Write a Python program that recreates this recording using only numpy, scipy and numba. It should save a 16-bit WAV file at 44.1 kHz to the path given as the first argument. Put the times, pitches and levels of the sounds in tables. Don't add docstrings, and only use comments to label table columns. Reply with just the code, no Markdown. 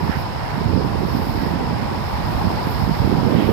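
import sys
import numpy as np
from scipy import signal
from scipy.fft import rfft, irfft
from scipy.io import wavfile
from scipy.ndimage import uniform_filter1d
from numba import njit

SR = 44100
rng = np.random.default_rng(int(sys.argv[2]) if len(sys.argv) > 2 else 0)


def to_wav(s):
    ch = np.atleast_2d(s).T
    pcm = np.round(np.clip(ch, -1, 1) * 32767)
    wavfile.write(sys.argv[1], SR, pcm.astype(np.int16))


def gain_from_db(level_db):
    decades = np.asarray(level_db, float) / 20
    return 10 ** decades


N = 155232
T = np.arange(N) / SR


def unit(x):
    return x / np.sqrt(np.mean(x ** 2))


def curve(table, axis=1):
    rows = np.array(table)
    return np.interp(T, rows[:, 0], rows[:, axis])


def smooth_twice(x, size):
    return uniform_filter1d(uniform_filter1d(x, size), size)


def walk(rate):
    hold = int(SR / rate)
    steps = np.repeat(rng.standard_normal(N // 200), hold)[:N]
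    return 0.96 * smooth_twice(steps, hold)


def colour(x, table):
    hz, db = np.array(table).T
    bins = np.maximum(np.arange(N // 2 + 1) * SR / N, 1)
    gain = gain_from_db(np.interp(np.log(bins), np.log(hz), db))
    return unit(irfft(rfft(x) * gain, N))


def peak(x, hz, width_hz):
    return signal.lfilter(*signal.iirpeak(hz, hz / width_hz, fs=SR), x)


# (time [s], level [dB])
SURF_SWELL = [
    (0, 0),
    (1.5, 0.5),
    (2.6, 2.5),
    (3.52, 1.5),
]
# (frequency [Hz], level per Hz [dB])
SURF_OPEN = [(120, 4.5), (500, -3.5), (1100, -4.5), (1900, -7.5), (2600, -12), (3800, -17), (5900, -27.5),
             (15000, -35)]
# (frequency [Hz], level per Hz [dB])
SURF_COVERED = [(120, 13), (300, 5.5), (600, 4.5), (1200, -4), (2000, -13.5), (3000, -22), (4000, -54),
                (5000, -74)]


def surf():
    alike, lead_s = 0.39, .0002
    common, own, port_noise = rng.standard_normal((3, N))
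    early = np.roll(common, -int(lead_s * SR))
    left = colour(alike * early + np.sqrt(1 - alike ** 2) * own, SURF_COVERED)
    cavity = gain_from_db(19.5) * peak(left, hz=885, width_hz=218)
    upper = gain_from_db(11) * peak(left, hz=960, width_hz=80)
    left = unit(left + cavity + upper)

    port_hz, port_width_hz, port_edge_hz = 4990, 2080, 5390
    ring = peak(peak(port_noise, port_hz, port_width_hz), port_hz, port_width_hz)
    edge = signal.cheby1(6, 2, port_edge_hz, fs=SR, output="sos")
    ring = unit(signal.sosfilt(edge, ring))
    rub_db = curve(RUB)
    sway_db = 1.6 * walk(11) + .07 * (rub_db - np.mean(rub_db))
    right = gain_from_db(-28) * colour(common, SURF_OPEN) + gain_from_db(-41 + sway_db) * ring

    drift_db = .5 * walk(9)
    return gain_from_db(curve(SURF_SWELL) + drift_db) * np.array([gain_from_db(-26.5) * left, right])


@njit
def puffs(at, hz, size, turn, cycles, n, sr):
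    out = np.zeros(n)
    for k in range(len(at)):
        period = sr / hz[k]
        reach = 3 * cycles * period
        for i in range(max(int(at[k] - reach), 0), min(int(at[k] + reach), n)):
            u = (i - at[k]) / period
            out[i] += size[k] * np.exp(-.5 * (u / cycles) ** 2) * np.cos(2 * np.pi * u + turn[k])
    return out


def eddies(centre_hz, scatter_db, spread):
    eddies_per_s, even_s, even_share = 600, .07, .8
    count = int(eddies_per_s * N / SR)
    at = rng.uniform(0, N - 1, count)
    centre = centre_hz[at.astype(int)]
    hz = centre * np.exp(spread * np.clip(rng.standard_normal(count), -2.5, 1.5))
    size = gain_from_db(scatter_db * rng.exponential(size=count))
    size = size * np.minimum(centre / hz, 1) ** .45
    turn = rng.uniform(0, 2 * np.pi, count)
    x = puffs(at, np.clip(hz, 20., 2000.), size, turn, .36, N, SR)
    power = smooth_twice(x ** 2, int(even_s * SR))
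    return unit(x / power ** (even_share / 2))


def single_eddies(table, db, cycles):
    at, peak_db, hz = np.array(table, float).T.copy()
    turn = rng.uniform(0, 2 * np.pi, len(at))
    return puffs(at * SR, hz, gain_from_db(peak_db + db), turn, 1. * cycles, N, SR)


# (time [s], level [dB], eddy pitch [Hz])
GUST = [(0, -19.5, 190), (.13, -27, 122), (.5, -26.5, 117), (.62, -23, 193), (.76, -17, 225),
        (.9, -23, 200), (1.2, -23.5, 186), (1.5, -22, 202), (1.75, -22.5, 178), (2.08, -26, 130),
        (2.38, -22, 122), (2.47, -20.5, 156), (2.62, -27, 131), (2.86, -21.5, 164), (2.96, -24, 155),
        (3.07, -21, 243), (3.36, -16, 255), (3.52, -18, 296)]
# (time [s], peak level [dB], pitch [Hz])
SHARP_EDDIES = [(0.01, -19.8, 393), (0.071, -19.0, 420), (0.097, -14.8, 435), (0.617, -12.9, 393),
                (0.736, -11.9, 413), (0.776, -10.6, 397), (0.824, -14.0, 393), (0.848, -12.9, 389),
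                (0.958, -10.3, 415), (1.035, -16.6, 388), (1.087, -14.8, 410), (1.152, -15.9, 375),
                (1.193, -17.6, 388), (1.219, -15.9, 414), (1.25, -16.2, 391), (1.435, -16.6, 394),
                (1.465, -12.9, 403), (1.608, -16.0, 380), (1.71, -13.4, 355), (2.471, -20.3, 358),
                (2.672, -14.9, 383), (2.703, -18.9, 418), (2.888, -16.5, 394), (3.049, -12.3, 392),
                (3.076, -15.3, 400), (3.103, -15.3, 368), (3.125, -8.3, 382), (3.234, -8.9, 402),
                (3.274, -10.5, 402), (3.307, -11.1, 424), (3.335, -9.1, 411), (3.361, -12.1, 457),
                (3.387, -9.6, 409), (3.451, -13.4, 383), (3.493, -6.8, 407), (3.518, -5.5, 418)]
# (time [s], peak level [dB], pitch [Hz])
BIG_EDDIES = [(0.096, -3.6, 185), (0.171, -9.0, 150), (0.581, -8.6, 188), (0.659, -5.2, 141),
              (0.707, -8.9, 181), (0.748, -5.7, 142), (0.764, -2.5, 222), (0.779, -4.6, 178),
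              (0.847, -5.6, 181), (0.876, -9.2, 167), (1.007, -8.7, 164), (1.035, -9.4, 238),
              (1.053, -9.1, 238), (1.152, -3.2, 212), (1.17, -7.7, 200), (1.201, -9.5, 203),
              (1.273, -9.0, 200), (1.296, -8.2, 151), (1.379, -9.3, 202), (1.422, -8.5, 203),
              (1.436, -7.7, 247), (1.471, -8.5, 180), (1.538, -8.3, 251), (1.561, -9.3, 193),
              (1.733, -8.1, 162), (1.828, -9.5, 202), (2.453, -6.2, 171), (2.473, -5.1, 159),
              (2.673, -6.9, 207), (2.82, -8.0, 152), (2.837, -6.6, 150), (2.878, -5.8, 194),
              (2.895, -5.6, 221), (2.915, -3.1, 141), (3.003, -5.5, 128), (3.019, -7.7, 201),
              (3.047, -4.9, 159), (3.062, -7.4, 146), (3.077, -7.1, 216), (3.097, -7.9, 217),
              (3.127, -1.6, 197), (3.14, -5.8, 229), (3.152, -8.0, 181), (3.172, -9.2, 206),
              (3.191, -6.8, 143), (3.21, -8.6, 199), (3.234, -5.0, 273), (3.264, -8.9, 293),
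              (3.276, -5.6, 172), (3.297, -7.2, 255), (3.327, -5.7, 234), (3.352, -0.4, 188),
              (3.37, -5.4, 188), (3.385, -2.3, 194), (3.398, -7.7, 252), (3.425, -5.2, 236),
              (3.46, -6.5, 211), (3.478, -6.9, 193), (3.492, -3.8, 281), (3.518, -6.2, 391)]
# (time [s], peak level [dB], pitch [Hz])
DEEP_EDDIES = [(0.1, -12.0, 75), (0.171, -17.4, 84), (0.388, -16.1, 82), (0.662, -11.4, 88),
               (0.744, -14.4, 68), (0.978, -16.9, 80), (1.121, -17.2, 79), (1.24, -14.9, 76),
               (1.422, -17.2, 78), (1.478, -15.8, 85), (1.734, -15.6, 88), (1.978, -17.3, 87),
               (2.154, -14.0, 71), (2.247, -14.1, 68), (2.359, -16.6, 68), (2.474, -13.2, 80),
               (2.55, -17.0, 92), (2.732, -13.1, 84), (2.832, -10.9, 88), (2.915, -9.4, 77),
               (3.0, -12.1, 91), (3.051, -9.4, 77), (3.128, -12.6, 88), (3.284, -15.0, 86),
               (3.355, -13.1, 89), (3.503, -13.4, 84)]


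def open_wind():
    thumps = single_eddies(BIG_EDDIES, db=.5, cycles=.36)
    thumps = thumps + single_eddies(SHARP_EDDIES, db=-.5, cycles=.7)
    lull = 1 / (1 + 7 * uniform_filter1d(np.abs(thumps), size=300))
    stream = eddies(curve(GUST, axis=2), scatter_db=0.5, spread=0.53)
    stream = gain_from_db(curve(GUST) + 4) * stream
    return lull * stream + thumps + single_eddies(DEEP_EDDIES, db=1.5, cycles=.6)


# (time [s], level [dB])
RUMBLE_SWELL = [
    (0, 3),
    (.3, -10),
    (.75, 7),
    (1.5, 6),
    (1.9, -18),
    (2.25, 9),
    (2.65, 4),
    (3.05, 10),
    (3.52, 3),
]


def wind_rumble():
    stream = eddies(np.full(N, 55.), scatter_db=4.3, spread=0.39)
    return gain_from_db(-31 + curve(RUMBLE_SWELL)) * stream


# (time [s], level [dB])
COVERED_GUST = [
    (0, -6),
    (.3, -5),
    (1.0, -4),
    (1.3, 1),
    (1.5, -9),
    (1.72, 0),
    (2.1, -1.5),
    (2.6, 1),
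    (3.0, 0),
    (3.52, -5),
]


def covered_wind():
    flicker_db = 1.5 * walk(12)
    stream = eddies(np.full(N, 131.), scatter_db=1.8, spread=0.54)
    return gain_from_db(-32 + curve(COVERED_GUST) + flicker_db) * stream


# (time [s], level [dB])
RUB = [(0, -57), (.12, -53), (.21, -48.5), (.25, -62), (.8, -60), (1.02, -57), (1.08, -51), (1.24, -47.5),
       (1.33, -50.5), (1.48, -51.5), (1.56, -62), (2.1, -57), (2.4, -52), (2.62, -52), (2.72, -47.5),
       (2.86, -54), (3.27, -55), (3.33, -51)]


def cloth_hiss():
    grain_db = 1.6 * rng.exponential(size=N // 20 + 1).repeat(20)[:N]
    fibres = rng.standard_normal(N) * gain_from_db(grain_db)
    rub_hz, rub_width_hz, air_hz, air_width_hz = 13130, 2800, 15000, 1800
    hiss = unit(peak(peak(fibres, rub_hz, rub_width_hz), rub_hz, rub_width_hz * 2.1))
    air = unit(peak(peak(fibres, air_hz, air_width_hz), air_hz, air_width_hz))
    flicker_db = 1.5 * walk(25) + 1.6 * walk(11)
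    return gain_from_db(curve(RUB) + 6 + flicker_db) * (hiss + gain_from_db(-13) * air)


# (time [s], length [s], level [dB], centre [Hz])
SWISHES = [
    (.135, .05, -29.5, 1650),
    (.15, .045, -41, 2300),
    (.47, .085, -34.5, 1750),
    (1.42, .05, -35, 1750),
    (1.8, .04, -36, 1800),
    (3.42, .07, -34, 2000),
    (3.42, .08, -36, 3000),
]


def sleeve_swishes():
    out = np.zeros(N)
    for at, length, db, hz in SWISHES:
        swell = np.exp(-.5 * ((T - at) / length) ** 2)
        noise = peak(peak(rng.standard_normal(N), hz, width_hz=900), hz, width_hz=900)
        out = out + gain_from_db(db) * swell * unit(noise)
    return out


# (time [s], pitch [Hz], level [dB])
SQUEAK = [(2.9, 10800, -70), (2.91, 11200, -49), (2.928, 12150, -45), (2.942, 12480, -50),
          (2.968, 11950, -50), (2.995, 12000, -52), (3.02, 12000, -66), (3.045, 12000, -52),
          (3.07, 11700, -62), (3.09, 11200, -51), (3.125, 10900, -51), (3.15, 10600, -72)]


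def cloth_squeak():
    glide_hz = curve(SQUEAK, axis=1) * (1 + .006 * walk(150))
    level_db = curve(SQUEAK, axis=2) + 4 * walk(60) + 1.0
    return gain_from_db(level_db) * np.sin(2 * np.pi * np.cumsum(glide_hz) / SR)


def scene():
    roar = surf()
    wind = open_wind()
    right = wind + wind_rumble()
    left = covered_wind() + gain_from_db(-42) * wind
    right = right + cloth_hiss() + sleeve_swishes() + cloth_squeak()
    return np.array([left, right]) + roar


def top_cut(x):
    return signal.sosfilt(signal.butter(12, 15400, fs=SR, output="sos"), x)


def record(dry):
    low_cut_hz, hiss_db = (40, 67.4), np.array([-108, -53])
    x = np.zeros(dry.shape)
    for side, hz in enumerate(low_cut_hz):
        x[side] = signal.sosfilt(signal.butter(2, hz, "high", fs=SR, output="sos"), dry[side])
    x = x + gain_from_db(hiss_db)[:, None] * rng.standard_normal(dry.shape)
    top_hz = 15200
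    x = signal.sosfilt(signal.butter(4, top_hz, fs=SR, output="sos"), x)
    mix = np.tanh(.75 * x) / .75
    return top_cut(mix)


dry = scene()
out = record(dry)
to_wav(out)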